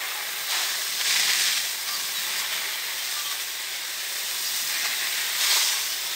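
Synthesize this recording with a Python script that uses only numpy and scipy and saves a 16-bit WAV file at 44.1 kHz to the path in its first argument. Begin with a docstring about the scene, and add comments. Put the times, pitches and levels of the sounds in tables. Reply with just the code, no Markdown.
"""A sprinkler jet sweeps through tree leaves in a grove, picked up by a small two-port microphone.
One shower of noisy drops is filtered into spatter, patter, slaps and drumming, swelling at crossings and gouts.
Dense tiny bursts make the nozzle hiss, narrow noise bands sing on single leaves, and low noise thuds on the ground.
Behind it lie a rain wash of patchy noise with a steady low-pitched part, and gliding whistles of far birds."""
import sys
import numpy as np
from scipy import signal
from scipy.fft import rfft, irfft, next_fast_len
from scipy.io import wavfile
from scipy.ndimage import uniform_filter1d

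SR = 44100
rng = np.random.default_rng(int(sys.argv[2]) if len(sys.argv) > 2 else 0)


def to_wav(s):
    """Save 16-bit WAV."""
    ch = np.atleast_2d(s).T  # columns
    pcm = np.round(np.clip(ch, -1, 1) * 32767)  # PCM
    wavfile.write(sys.argv[1], SR, pcm.astype(np.int16))


N = 271215  # length in samples


def gain_of(db):
    """Turns dB into an amplitude factor."""
    return 10 ** (np.asarray(db) / 20)


def evened(x):
    """Scales a signal to rms 1."""
    return x / np.sqrt(np.mean(x ** 2) + 1e-20)


def read(points, hz, axis=1):
    """Joins a table of (Hz, value, ..) by straight lines on a log-frequency axis."""
    table = np.transpose(points)
    return np.interp(np.log(hz + 1), np.log(table[0] + 1), table[axis])


def curve(table, axis):
    """Joins a dB column of a time table by straight lines and gives a gain per sample."""
    rows = np.transpose(table)
    return gain_of(np.interp(np.arange(N) / SR, rows[0], rows[axis]))


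def coloured(x, db_points):
    """Filters a whole signal by a spectrum in dB."""
    size = next_fast_len(len(x))
    hz = np.fft.rfftfreq(size, 1 / SR)
    return irfft(rfft(x, size) * gain_of(read(db_points, hz)), size)[:len(x)]


def band_level(x, points, lo_hz, hi_hz):
    """Colours x and scales it to rms 1 between lo_hz and hi_hz as heard through the overall colour."""
    x = coloured(x, points)
    heard = rfft(coloured(x, COLOUR_BASS + COLOUR_TREBLE))
    hz = np.fft.rfftfreq(len(x), 1 / SR)
    inside = (hz > lo_hz) & (hz < hi_hz)
    return x * len(x) / np.sqrt(2 * np.sum(abs(heard[inside]) ** 2))


FRAME, HOP = 512, 128  # spectral frame and step, samples


def patchy(x, patch_db, flicker_db):
    """Lets patches of time and frequency swell and fade, and the whole flicker as gouts of water land."""
    z = signal.stft(x, nperseg=FRAME, noverlap=FRAME - HOP)[2]
    patches = rng.standard_normal(z.shape[::-1]).T
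    patches = uniform_filter1d(patches, size=8, axis=0)  # frequency bins
    patches = evened(uniform_filter1d(patches, size=14, axis=1))  # time frames
    flicker = evened(uniform_filter1d(rng.standard_normal(z.shape[1]), size=12))
    z = z * gain_of(patch_db * patches + flicker_db * flicker)
    return evened(signal.istft(z, nperseg=FRAME, noverlap=FRAME - HOP)[1][:N])


def drops(per_s, spread_db, ring_s, count=16):
    """Drops of random size each ring one leaf: a noise burst dying within ring_s; all leaves sum to white."""
    size_db = spread_db * np.minimum(rng.exponential(1, N), 4.2)
    size = gain_of(size_db) * (rng.random(N) < per_s / SR)
    leaf, t = rng.integers(0, count, N), np.arange(512) / SR
    spectra = rfft(rng.standard_normal((count, len(t))) * gain_of(-60 * t / ring_s))
    # whiten the leaves as a set, then centre each burst in its window
    spectra = spectra / np.sqrt(np.mean(abs(spectra) ** 2, axis=0))
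    taps = np.roll(irfft(spectra), len(t) // 2, axis=1)
    return evened(sum(signal.oaconvolve(size * (leaf == k), tap)[:N] for k, tap in enumerate(taps)))


def wobble(size, width_hz):
    """A randomly turning phasor of rms 1 whose spectrum is width_hz wide."""
    r = np.exp(-np.pi * width_hz / SR)
    z = rng.standard_normal((28000, 2)) @ [1, 1j]  # longer than any note, so the filter has settled
    return signal.lfilter([1], [1, -r], z)[-size:] * np.sqrt((1 - r * r) / 2)


def note(s, length, start_hz, end_hz, db, width_hz, pure):
    """A glide placed at s, part pure tone and part narrow noise, with the overall colour undone at start_hz."""
    t, out = np.arange(round(length * SR)) / SR, np.zeros(N)
    glide_hz = start_hz + (end_hz - start_hz) * t / length
    tone = np.exp(2j * np.pi * np.cumsum(glide_hz) / SR)
    pure = np.clip(pure, 0, 1)
    blurred = tone * (pure + np.sqrt(1 - pure ** 2) * wobble(len(t), width_hz))
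    level = gain_of(db - read(COLOUR_BASS + COLOUR_TREBLE, start_hz))
    shaped = level * np.sqrt(2) * blurred.real * signal.windows.tukey(len(t), .5)
    part = out[round(s * SR):][:len(t)]
    part += shaped[:len(part)]
    return out


def grove(x, low_db=1.9, high_db=1.1):
    """Echoes off trunks and ground lay a fine ripple over the spectrum, which drifts at random."""
    hz, _, z = signal.stft(x, SR, nperseg=2048)
    ripple = rng.standard_normal(z.shape[::-1]).T
    ripple = uniform_filter1d(ripple, size=3, axis=0)
    ripple = evened(uniform_filter1d(ripple, size=16, axis=1))
    depth_db = read([(300, .6), (900, low_db), (8000, high_db)], hz)[:, None]
    return signal.istft(z * gain_of(depth_db * ripple), SR, nperseg=2048)[1][:N]


# Tone of the low part of the rain wash. Each row: frequency in Hz, relative level in dB.
RAIN_BASS = [(30, 0.5), (105, 0), (150, -7), (260, -8), (330, -2.5), (520, 0), (650, -0.5), (900, -15)]
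RAIN_BASS_DB = -77.5  # between 35 and 110 Hz


def rain_bass():
    """The steady low-pitched part of the rain wash: dull, even noise under the water."""
    return gain_of(RAIN_BASS_DB) * band_level(rng.standard_normal(N), RAIN_BASS, 35, 110)


# Tone of the rain of drops. Each row: frequency in Hz, relative level in dB.
RAIN = [(30, 13), (100, 1.5), (400, 0.5), (2000, 0), (6000, -3), (12000, -0.5)]
RAIN_DB = -37.5  # before the overall trim


def rain():
    """Drops falling through the grove blend into a far, even wash of gently patchy noise."""
    wash = patchy(rng.standard_normal(N), patch_db=1.0, flicker_db=.3)
    return gain_of(RAIN_DB) * band_level(wash, RAIN, 20, 20600)


# Far bird calls. Each row: start in seconds, length in seconds, start pitch in Hz, end pitch in Hz,
# level in dB, blur width in Hz.
BIRDS = [(1.875, .1, 1160, 1217, -42, 70), (1.93, 0.053, 4680, 4600, -33, 90),
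         (2.14, .065, 3950, 3820, -35, 60), (2.52, 0.059, 3100, 3000, -41, 50),
         (2.72, 0.047, 3140, 3090, -40, 50), (2.97, 0.084, 3180, 3100, -42, 50),
         (3.14, .09, 1200, 1173, -41.5, 80), (3.23, .12, 1170, 1124, -44.5, 80),
         (3.23, .09, 3150, 3180, -40, 50), (5.891, .029, 2980, 2960, -35.5, 40),
         (5.921, .03, 3020, 3000, -35.5, 40)]


def birds():
    """Short gliding whistles, blurred by distance and foliage."""
    return sum(note(*row, pure=.93) for row in BIRDS)


# Water landing on soft ground. Each row: time in seconds, level in dB before the overall trim.
GROUND = [(0.0, -73), (0.3, -67), (1.05, -65), (1.19, -55.5), (1.6, -59), (1.73, -69), (1.87, -62),
          (2.2, -60), (2.5, -62), (2.72, -67), (3.94, -72), (4.5, -62.5), (4.86, -56), (4.95, -64.5),
          (6.15, -68)]
# Tone of the ground thud. Each row: frequency in Hz, relative level in dB.
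THUD = [(70, -25), (135, -6), (200, -2), (280, -6), (500, -40)]
LUMPY_DB = 1.5  # rms depth of the slow level lumps


def ground_thud():
    """Water on soft ground gives a low, dull noise whose level lumps up and down."""
    lumps = evened(uniform_filter1d(rng.standard_normal(N), size=4000))
    thud = band_level(rng.standard_normal(N), THUD, 120, 267)
    return thud * curve(GROUND, axis=1) * gain_of(LUMPY_DB * lumps)


# The jet rests on one leaf or stem. Each row: start in seconds, length in seconds, centre in Hz,
# level in dB before the overall trim, bandwidth in Hz.
SINGING = [(.5, .15, 900, -39.5, 200), (1.87, 0.09, 4900, -35, 500), (2.35, .07, 4900, -34, 400),
           (3.3, 0.042, 3750, -36, 300), (4.432, 0.084, 4710, -33, 400), (4.722, .06, 2380, -35, 250),
           (4.8, .55, 2550, -40, 400), (5.479, .16, 4310, -31.5, 300), (5.49, 0.31, 5840, -34, 350),
           (6.1, .05, 3680, -38, 400)]


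def singing():
    """A leaf or stem held in the jet sings as a narrow band of noise that swells and fades."""
    return sum(note(s, length, hz, hz, db, width_hz, pure=0) for s, length, hz, db, width_hz in SINGING)


# Nozzle hiss. Each row: time in seconds, level in dB before the overall trim.
NOZZLE = [(0.0, -40.5), (0.49, -37.5), (1.05, -39), (1.44, -37), (1.78, -39), (2.17, -37), (2.65, -40),
          (3.32, -39), (3.8, -44), (4.15, -39), (4.64, -35), (4.76, -38), (5.34, -37), (5.43, -34),
          (5.57, -32), (5.84, -38.5), (6.15, -39.5)]
# Tone of the hiss. Each row: frequency in Hz, relative level in dB.
HISS = [(1500, -22), (5000, -15.5), (9000, -1.5), (12000, 0.5), (15500, 0.5)]


def nozzle():
    """Fine spray tearing off the jet: a dense fizz of tiny bursts."""
    bursts = drops(12000, spread_db=3.0, ring_s=.0015)
    fizz = patchy(bursts + 0.38 * rng.standard_normal(N), patch_db=1.0, flicker_db=0.54)
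    return band_level(fizz, HISS, 10200, 15530) * curve(NOZZLE, axis=1)


RISE_S, FALL_DB_PER_S = 0.046, 48


def crossing(start, hold):
    """A quick linear rise as the jet meets thick growth, a hold, then an even fall in dB."""
    t = np.arange(N) / SR - start
    fall_db = -FALL_DB_PER_S * np.maximum(t - RISE_S - hold, 0)
    return np.clip(t / RISE_S, 0, 1) * gain_of(fall_db)


# All levels in these three tables are before the overall trim.
# The jet wandering in thin foliage. Each row: time in seconds, fine spatter in dB,
# slap on broad leaves in dB, drumming on thick growth in dB.
JET = [(0.0, -42.5, -36.5, -43), (0.43, -39, -38.5, -46), (0.8, -34, -40.5, -48), (0.97, -33.5, -40, -49),
       (1.7, -35, -44, -52), (1.86, -39, -42, -48), (1.95, -34, -42, -47), (2.16, -35, -41, -48),
       (2.28, -34.5, -36, -44), (2.6, -36.5, -36, -44), (2.89, -39, -37.5, -47), (3.13, -34.5, -39, -48),
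       (3.5, -39, -41, -51), (3.96, -37.5, -40.5, -50), (4.6, -31.5, -40.5, -48), (4.74, -34, -35.5, -46),
       (5.36, -33.5, -36, -44), (5.86, -34.5, -42, -50), (6.15, -35.5, -38.5, -46)]
# The jet crosses thick growth. Each row: start in seconds, hold in seconds, fine spatter in dB,
# slap in dB, drumming in dB.
CROSSINGS = [(0.474, 0.12, -32, -35, -40), (1.022, 0.4, -28.5, -32.5, -44), (5.374, 0.25, -28, -34, -42.5)]
# Single gouts slapping a leaf. Each row: peak time in seconds, fine spatter in dB, slap in dB, drumming in dB.
GOUTS = [(.515, -34, -37, -39), (1.011, -34, -32, -41), (1.11, -35, -30, -42), (1.165, -32, -34, -45),
         (1.2, -34, -32, -43), (1.3, -35, -33, -41), (1.42, -30, -40, -46), (1.49, -39, -33, -44),
         (1.575, -30, -36, -46), (1.885, -35, -48, -48), (2.4, -33.5, -40, -45), (2.53, -39, -37, -45),
         (3.19, -40, -38.5, -45), (3.32, -34, -40.5, -45), (3.41, -35, -37.5, -49), (4.86, -34, -29.5, -39),
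         (5.18, -35, -36, -44), (5.52, -32, -35, -36), (5.547, -27, -33, -40), (5.566, -29, -32, -32),
         (5.93, -35, -46, -50)]
GOUT_S = .012  # from the peak to 1/e of its power


def strengths():
    """Gains of spatter, slap and drumming: the powers of the wandering jet, crossings and gouts add."""
    t = np.arange(N) / SR
    power = np.array([curve(JET, axis=k) for k in (1, 2, 3)]) ** 2
    for start, hold, *db in CROSSINGS:
        power = power + np.outer(gain_of(db), crossing(start, hold)) ** 2
    for s, *db in GOUTS:
        bump = np.exp(-np.minimum(((t - s) / GOUT_S) ** 2, 50))
        power = power + np.outer(gain_of(db) ** 2, bump)
    return np.sqrt(power)


# Tones of the struck surfaces. Each row: frequency in Hz, relative level in dB.
SPATTER = [(2500, -29.5), (4300, -6.5), (5000, 0.5), (7000, 1), (9500, -2), (15000, -11)]
PATTER = [(2000, -26), (2900, -4.5), (3600, -0.5), (4400, -4.5), (6000, -28.5)]
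SLAP = [(1100, -27.5), (1500, -3), (2000, -0.5), (2700, -4), (3800, -30.5)]
DRUMMING = [(200, -28), (400, -6), (900, -2.5), (1300, -1.5), (2000, -42)]
# patter lies between spatter and slap: share of spatter, offset in dB
PATTER_FINE, PATTER_DB = 0.54, -0.22


def jet():
    """One shower of drops drives every struck surface, so that they flicker together."""
    shower = drops(9000, spread_db=3.0, ring_s=.003) + 0.66 * rng.standard_normal(N)
    shower = patchy(shower, patch_db=0.73, flicker_db=0.17)
    fine, coarse, deep = strengths()
    between = gain_of(PATTER_DB) * fine ** PATTER_FINE * coarse ** (1 - PATTER_FINE)
    spatter = band_level(shower, SPATTER, 3900, 9600) * fine
    patter = band_level(shower, PATTER, 2400, 5300) * between
    slap = band_level(shower, SLAP, 1350, 3100) * coarse
    drumming = band_level(shower, DRUMMING, 380, 1650) * deep
    return spatter + patter + slap + drumming


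def scene():
    """Most water sounds pass through the grove and a trim; birds and the low part of the rain join directly."""
    water = jet() + ground_thud() + singing() + nozzle() + rain()
    heard = gain_of(-0.68) * grove(water) + birds() + rain_bass()
    return np.array([heard, heard])


# Overall colour of the sound, lower part, with a narrow low bump at 44 Hz.
# Each row: frequency in Hz, level in dB.
COLOUR_BASS = [(33, -50), (44, -27), (60, -32.5), (110, -22.5), (180, -21), (260, -23.5), (370, -10.5),
               (470, -15.5), (700, -10.5), (1090, -6.5), (1330, -8.5), (1540, -5.5), (1615, -1)]
# Overall colour, treble with the microphone's cavity resonances. Each row: frequency in Hz, level in dB.
COLOUR_TREBLE = [(1700, -2.5), (1870, 0), (2250, -1.5), (2800, -4.5), (3600, -1.5), (4500, -3.5),
                 (5000, -2), (7400, -7), (8200, -5.5), (8900, -7), (10100, -17), (11800, -11.5),
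                 (13400, -11.5), (14100, -8.5)]
# The two ports differ near two cavity resonances. Each row: frequency in Hz, left over right in dB,
# left's phase lead in radians, likeness (1 = no stray part).
PORTS = [(1380, 0, 0, 1), (1600, 0, 0.1, 0.99), (1880, 4.5, -0.018, 0.98), (2250, 0.6, -0.2, 0.99),
         (2650, 0, 0, 1), (8720, 0, 0, 1), (9500, -2, -.21, 0.97), (9850, 0, -.08, 0.89),
         (10200, -3, .15, 0.86), (10400, 0, 0, 1)]
EDGE_HZ = 15730  # upper band limit


def record(dry):
    """Overall colour, the unlike ports, then the band limit."""
    z = signal.stft(coloured(dry.mean(0), COLOUR_BASS + COLOUR_TREBLE), nperseg=2048)[2]
    hz = np.fft.rfftfreq(2048, 1 / SR)
    db, lead, same = (read(PORTS, hz, axis=k)[:, None] for k in (1, 2, 3))
    # the unshared part arrives from other directions: random phase, opposite sign in the two ports
    turn = np.exp(2j * np.pi * rng.random(z.shape[::-1]).T)
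    stray = abs(z) * turn * np.sqrt(1 - np.clip(same, 0, 1))
    # each port takes half of the level and phase difference; their gains average 1
    half = gain_of(db / 2) * np.exp(1j * lead / 2)
    pair = np.array([(z + stray) * half, (z - stray) / half]) * 2 / (abs(half) + 1 / abs(half))
    ports = signal.istft(pair, nperseg=2048)[1][:, :N]
    low_pass = signal.firwin(2047, EDGE_HZ, window=("kaiser", 10), fs=SR)
    return signal.oaconvolve(ports, low_pass[None], "same")


dry = scene()
out = record(dry)
to_wav(out)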